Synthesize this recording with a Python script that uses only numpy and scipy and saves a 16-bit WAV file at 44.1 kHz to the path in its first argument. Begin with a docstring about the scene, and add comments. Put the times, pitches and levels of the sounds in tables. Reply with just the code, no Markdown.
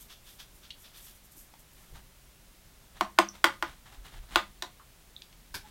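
"""Six sharp knocks ring a watercolour palette on a desk in a small, dry room.
Each knock is a gritty slip, then a blow that rings the palette and a low, lingering room resonance.
Before them a brush whispers over pan and paper as its bristles rub; tiny ticks come here and there.
Near the end the brush handle scrapes briefly along the palette's rim.
The desk rumbles softly under the hands, over a quiet room hiss."""
import sys
import numpy as np
from scipy import signal
from scipy.fft import rfft, irfft, next_fast_len
from scipy.io import wavfile
from scipy.ndimage import map_coordinates

SR = 44100
rng = np.random.default_rng(int(sys.argv[2]) if len(sys.argv) > 2 else 0)


def dump(signal):
    """Clip the signal to [-1, 1] and save it as 16-bit WAV at the path in sys.argv[1]."""
    limited = np.clip(np.atleast_2d(signal).T, -1, 1)
    pcm = np.round(limited * 32767).astype(np.int16)
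    wavfile.write(sys.argv[1], SR, pcm)


N = 251370
TOP_HZ = 16000  # highest pitch kept

# Knocks on the palette: (time [s], level [dB], place [0 rim to 1 well], brightness [dB per octave],
# blow gain [dB], grit gain [dB], room echo gain [dB])
PALETTE_KNOCKS = [(3.0101, -8.3, 0, -0.6, 4, 0.5, -8.2), (3.188, 3, 0.24, 0, -0.5, 0.5, -10),
                  (3.443, 0.5, 0.76, 0.6, -0.5, 3.7, -6.2), (3.6260, -11, 0.74, 0, 2.5, 0.5, -9.5),
                  (4.3589, -2.3, 0.64, 0.04, 1, 2, -8), (4.624, -21.5, 0.46, -1.5, -3.5, 12.5, -2)]
# Tones that ring after a knock: the palette's own, plus a low, lingering room resonance at 202 Hz.
# (pitch [Hz], time to fade by 60 dB [s], level for a rim hit [dB], level for a well hit [dB])
KNOCK_TONES = [(202, 0.31, -31.5, -54), (251, .11, -35.5, -57.5), (287, 0.15, -52.5, -37.5),
               (342.3, 0.077, -18, -20), (550, 0.088, -37, -22), (642.5, 0.12, -24.5, -35),
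               (726, .1, -20.5, -34.5), (859, 0.072, -34, -19), (1013, 0.079, -21, -21),
               (1058, .15, -22.5, -35), (1227, 0.12, -34, -18), (1384, .07, -35, -25),
               (1507, 0.046, -26, -25), (1700, .07, -35, -36), (1836, .07, -40, -41.5),
               (1994, 0.093, -28.5, -22.5), (2230, .06, -30, -34), (2700, .04, -40.5, -38),
               (3130, .04, -43, -39), (3610, 0.032, -42.5, -46), (4420, .04, -34.5, -32)]
# Tone colours of a knock: (frequency [Hz], gain [dB])
RIM_BLOW_COLOUR = [(60, -18), (500, 4), (720, 14.5), (1050, 27), (1600, 10.5), (2600, 6), (4200, 4.5),
                   (6000, -8), (16000, -21)]  # round and hollow
WELL_BLOW_COLOUR = [(60, 2.5), (480, 5), (900, 16), (1450, 24), (2400, 11.5), (3600, 12), (5000, -7.5),
                    (16000, -25.5)]  # hard
GRIT_COLOUR = [(60, -14), (450, -1.5), (1500, 9.5), (4000, 4), (6500, 0), (10500, -8), (13000, -8.5),
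               (16000, -12.5)]  # the slip before the blow
# Light taps, and the handle's own ring under some knocks:
# (time [s], peak before room echo [dB], centre pitch [Hz], band width [Hz], chatter fade time [s])
LIGHT_TAPS = [(0.705, -32, 3520, 1300, 0.035), (1.357, -54, 255, 120, 0.074), (1.538, -47, 790, 300, 0.045),
              (1.5394, -47.5, 3000, 3000, 0.011), (1.7336, -44, 12000, 7000, 0.022),
              (1.924, -48, 104, 70.4, 0.047), (3.18, -35, 1430, 350, .03), (3.2875, -27, 5720, 520, 0.02),
              (4.3584, -7.5, 3220, 915, 0.0033), (4.6224, -23, 3680, 600, 0.0045),
              (4.797, -47.5, 1160, 500, 0.098), (5.1641, -32, 3680, 573, .006),
              (5.2203, -31.5, 3800, 1900, 0.0088), (5.3282, -42, 2260, 2970, 0.011)]
# Strokes of brush and hand: (time of firmest touch [s], level [dB], length [s])
PAN_DABS = [(0.02, -62, .06), (0.116, -50.5, .06), (0.289, -54, .07), (0.409, -47.5, .045),
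            (0.65, -54.5, .06), (0.86, -53.5, .06), (0.973, -53, .08), (1.08, -57, .09)]  # bristles in the paint pan
PAPER_FLICKS = [(0.02, -52, .06), (0.125, -64, .07), (0.305, -58, .15), (0.415, -58.5, .06),
                (0.57, -62, .1), (0.82, -58, .1), (0.985, -55, .09), (1.055, -51.5, .1), (1.158, -58, .035),
                (1.253, -59, .04), (1.328, -58, .045), (1.395, -52.5, .08), (1.603, -58, .03),
                (1.82, -64, .25)]  # the wet tip on paper
PALETTE_RUBS = [(1.81, -63, .15), (1.965, -50.5, .055), (2.972, -54, .055), (3.357, -49.5, .05),
                (3.535, -53, .05), (3.695, -49, .06), (3.875, -55, .06), (3.94, -54, .06),
                (4.065, -50, .055), (4.139, -50, .05), (4.18, -54, .03), (4.24, -57, .04), (4.35, -45, .11),
                (5.68, -57, .07)]  # the brush on the palette
HAND_LEANS = [(1.945, -45, .08), (2.98, -53, .2), (3.73, -55, .25), (4.0, -49, .08), (4.19, -40, .1),
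              (4.37, -46, .11), (5.56, -49.5, .12)]  # hands on the desk
# Tone colours of the rubbing and background noises: (frequency [Hz], gain [dB])
PAN_COLOUR = [(100, -29.5), (700, -8.5), (1450, -1), (2100, -4), (3000, 1.5), (3450, 7.5), (4000, 0),
              (5800, -1), (7500, -12), (16000, -13)]
PAPER_COLOUR = [(300, -35.5), (3000, -21), (6000, 1), (9000, 5), (10500, 3), (13000, 8.5), (16000, -6)]
RUB_COLOUR = [(100, 2), (550, -14), (750, -4.5), (1950, -7.5), (2400, -11), (3600, -8), (5000, -17),
              (9000, -20.5), (16000, -28)]
SCRAPE_COLOUR = [(150, -1.5), (750, -11.5), (980, 5.5), (1200, -14), (1530, 4.5), (1950, -13), (2300, -3.5),
                 (3000, -7), (4400, -3.5), (7500, -13.5), (13000, -12), (16000, -22)]
RUMBLE_COLOUR = [(15, -10), (30, 2), (44, 1.5), (60, -6), (100, -21), (200, -40.5), (500, -68.5)]
HISS_COLOUR = [(35, -41), (60, -7), (100, -7.5), (136, -5), (301, -14.5), (338, -15.5), (380, -13),
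               (480, -19), (553, -15), (698, -17.5), (1140, -19), (3580, -20), (4320, -21.5), (12400, -24),
               (16000, -24.5)]
# How long the room's echo lasts: (frequency [Hz], time to fade by 60 dB [s])
ROOM_FADES = [(150, .33), (400, .16), (1100, .19), (3000, .19), (7000, .18), (15000, .14)]


def palette_knocks(lead_s=.0012, slip_s=.0014, swell_cycles=1.87, lowest_hz=170):
    """Each knock slips grittily, lands, and rings palette and room according to where it hits."""
    track, t = np.zeros(N), np.arange(SR // 2) / SR
    hz, fade_s, rim_db, well_db = np.transpose(KNOCK_TONES)[:, :, None]
    octaves = np.log2(hz / 1000)
    signs = (-1) ** np.arange(len(hz))[:, None]  # neighbouring tones swing opposite ways
    swell = 1 - np.exp(-(t * hz / swell_cycles) ** 2)  # low tones take longer to get going
    tones = signs * swell * np.sin(2 * np.pi * hz * t) * amp(-60 * t / fade_s)
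    # The palette is too small to pass the bass of a blow to the air.
    bass_cut = signal.butter(2, lowest_hz, "highpass", fs=SR, output="sos")
    push = signal.sosfilt(bass_cut, signal.unit_impulse(len(t)))
    for time_s, db, place, bright_db, blow_db, grit_db, room_db in PALETTE_KNOCKS:
        tone_db = rim_db + place * (well_db - rim_db) + bright_db * octaves
        ring = np.sum(amp(tone_db + rng.standard_normal(hz.shape)) * tones, axis=0)
        rim_blow = colour(push, RIM_BLOW_COLOUR, bright_db)
        well_blow = colour(push, WELL_BLOW_COLOUR, bright_db)
        blow = (1 - place) * rim_blow + place * well_blow
        slip = rng.standard_normal(len(t)) * t * np.exp(-t / slip_s)
        grit = colour(slip / np.linalg.norm(slip), GRIT_COLOUR)
        add(track, time_s, amp(db) * room(ring + amp(blow_db) * blow, room_db, desk_echo=0.3))
        add(track, time_s - lead_s, amp(db + grit_db) * room(grit, echo_db=-7.5))
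    return track


def light_taps(chatter_gain=0.27):
    """A tiny hit and its fading chatter ring in one band of pitches, making a tick."""
    track, t = np.zeros(N), np.arange(SR // 3) / SR
    for time_s, db, hz, width_hz, fade_s in LIGHT_TAPS:
        chatter = chatter_gain * rng.standard_normal(len(t)) * amp(-60 * t / fade_s)
        low_hz = np.hypot(hz, width_hz / 2) - width_hz / 2
        high_hz = min(low_hz + width_hz, TOP_HZ)
        band = signal.butter(2, [low_hz, high_hz], "bandpass", fs=SR, output="sos")
        tick = signal.sosfilt(band, signal.unit_impulse(len(t)) + chatter)
        tick /= np.abs(tick).max()
        add(track, time_s, amp(db) * room(tick, echo_db=-9, desk_echo=0.17))
    return track


def brush():
    """Bristles dab in the pan and glide on paper; later they rub more dully on the palette."""
    dabs = strokes(PAN_DABS) * friction(PAN_COLOUR, grain_db=1.5, grains_per_s=220)
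    flicks = strokes(PAPER_FLICKS) * friction(PAPER_COLOUR, grain_db=1.5, grains_per_s=400)
    rubs = strokes(PALETTE_RUBS) * friction(RUB_COLOUR, grain_db=2.5, grains_per_s=300)
    return dabs + flicks + rubs


def handle_scrape(start_s=5.5415, rise_s=.005, hold_s=.01, fade_s=.095, squeak_s=5.656, squeak_hz=850):
    """The handle bites, skids along the rim, lets go and ends in a faint squeak."""
    t = np.arange(N) / SR
    bite = np.sqrt(np.clip((t - start_s) / rise_s, 0, 1))
    let_go = amp(-60 * np.maximum(t - start_s - rise_s - hold_s, 0) / fade_s)
    skid = amp(-35.7) * bite * let_go * friction(SCRAPE_COLOUR, grain_db=3, grains_per_s=1200)
    squeak_swell = np.exp(-((t - squeak_s) / .015) ** 2)  # about 30 ms long
    squeak = amp(-51) * squeak_swell * np.sin(2 * np.pi * squeak_hz * t)
    return room(skid, echo_db=-7, desk_echo=0.095) + squeak


def desk_rumble(resting_db=-61):
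    """A low rumble swells whenever a hand leans on the desk."""
    gain = np.hypot(amp(resting_db), strokes(HAND_LEANS))
    return gain * unit(colour(rng.standard_normal(N), RUMBLE_COLOUR))


def room_hiss(level_db=-59.1):
    """The room hisses quietly and steadily."""
    return amp(level_db) * unit(colour(rng.standard_normal(N), HISS_COLOUR))


def room(x, echo_db, desk_echo=0.28, desk_delay_s=.0028, build_s=0.0065):
    """A sound arrives directly, then as one bounce off the desk and a short wash of room echo."""
    hz, frame_s, noise = signal.stft(rng.standard_normal(SR // 2), SR, nperseg=256)
    fade = amp(-60 * frame_s / read_curve(ROOM_FADES, hz)[:, None])
    tail = signal.istft(noise * fade, SR, nperseg=256)[1]
    t = np.arange(len(tail)) / SR
    tail *= 1 - np.exp(-(t / build_s) ** 2)
    response = amp(echo_db) * tail / np.linalg.norm(tail)
    response[0] += 1  # the direct sound
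    response[round(desk_delay_s * SR)] += desk_echo
    return signal.fftconvolve(x, response)[:len(x)]


def friction(tone_colour, grain_db, grains_per_s):
    """Rubbing noise is made of many tiny slips of uneven strength."""
    slips = map_coordinates(rng.standard_normal(N), [np.arange(N) * grains_per_s / SR], order=1)
    return unit(colour(rng.standard_normal(N) * amp(grain_db * slips), tone_colour))


def strokes(rows, press_share=.4, lift_share=.6):
    """Loudness over time: each stroke presses smoothly to its firmest touch, then lifts off."""
    t, gain = np.arange(N) / SR, np.zeros(N)
    for time_s, db, length_s in rows:
        press = np.minimum(t - time_s, 0) / (press_share * length_s)
        lift = np.maximum(t - time_s, 0) / (lift_share * length_s)
        gain = np.hypot(gain, amp(db) * np.exp(-press ** 2 - lift))
    return gain


def colour(x, points, tilt_db=0):
    """Filter a sound to a tone colour, tilted by tilt_db per octave around 1 kHz."""
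    size = 2 * next_fast_len(len(x))
    hz = np.fft.rfftfreq(size, 1 / SR)
    octaves = np.log2((hz + 20) / 1000)
    gain = amp(read_curve(points, hz) + tilt_db * octaves)
    # Fold the filter forward in time, so nothing rings before it is hit.
    cepstrum = irfft(np.log(gain))
    cepstrum[1:size // 2] *= 2
    cepstrum[size // 2 + 1:] = 0
    return irfft(rfft(x, size) * np.exp(rfft(cepstrum)))[:len(x)]


def read_curve(points, hz):
    """Read between (frequency, value) points, with octaves evenly spaced."""
    point_hz, values = np.transpose(points)
    return np.interp(np.log(hz + 1), np.log(point_hz + 1), values)


def amp(db):
    """Turn decibels into a gain to multiply by."""
    return 10 ** (np.asarray(db) / 20)


def unit(x):
    """Scale a sound to an average (rms) level of 1."""
    return x / np.sqrt(np.mean(x ** 2) + 1e-20)


def add(track, time_s, sound):
    """Mix a sound into the track at the given time."""
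    start = round(time_s * SR)
    track[start:start + len(sound)] += sound[:N - start]


def scene():
    """All the sounds add up in one channel."""
    painting = palette_knocks() + light_taps() + brush() + handle_scrape()
    return (painting + room_hiss() + desk_rumble())[None]


def record(dry):
    """Clip peaks at full scale and remove everything above TOP_HZ."""
    size = next_fast_len(N + SR // 2)
    spectrum = rfft(np.clip(dry, -1, 1), size)
    kept = np.fft.rfftfreq(size, 1 / SR) < TOP_HZ
    return irfft(spectrum * kept, size)[..., :N]


dry = scene()
out = record(dry)
dump(out)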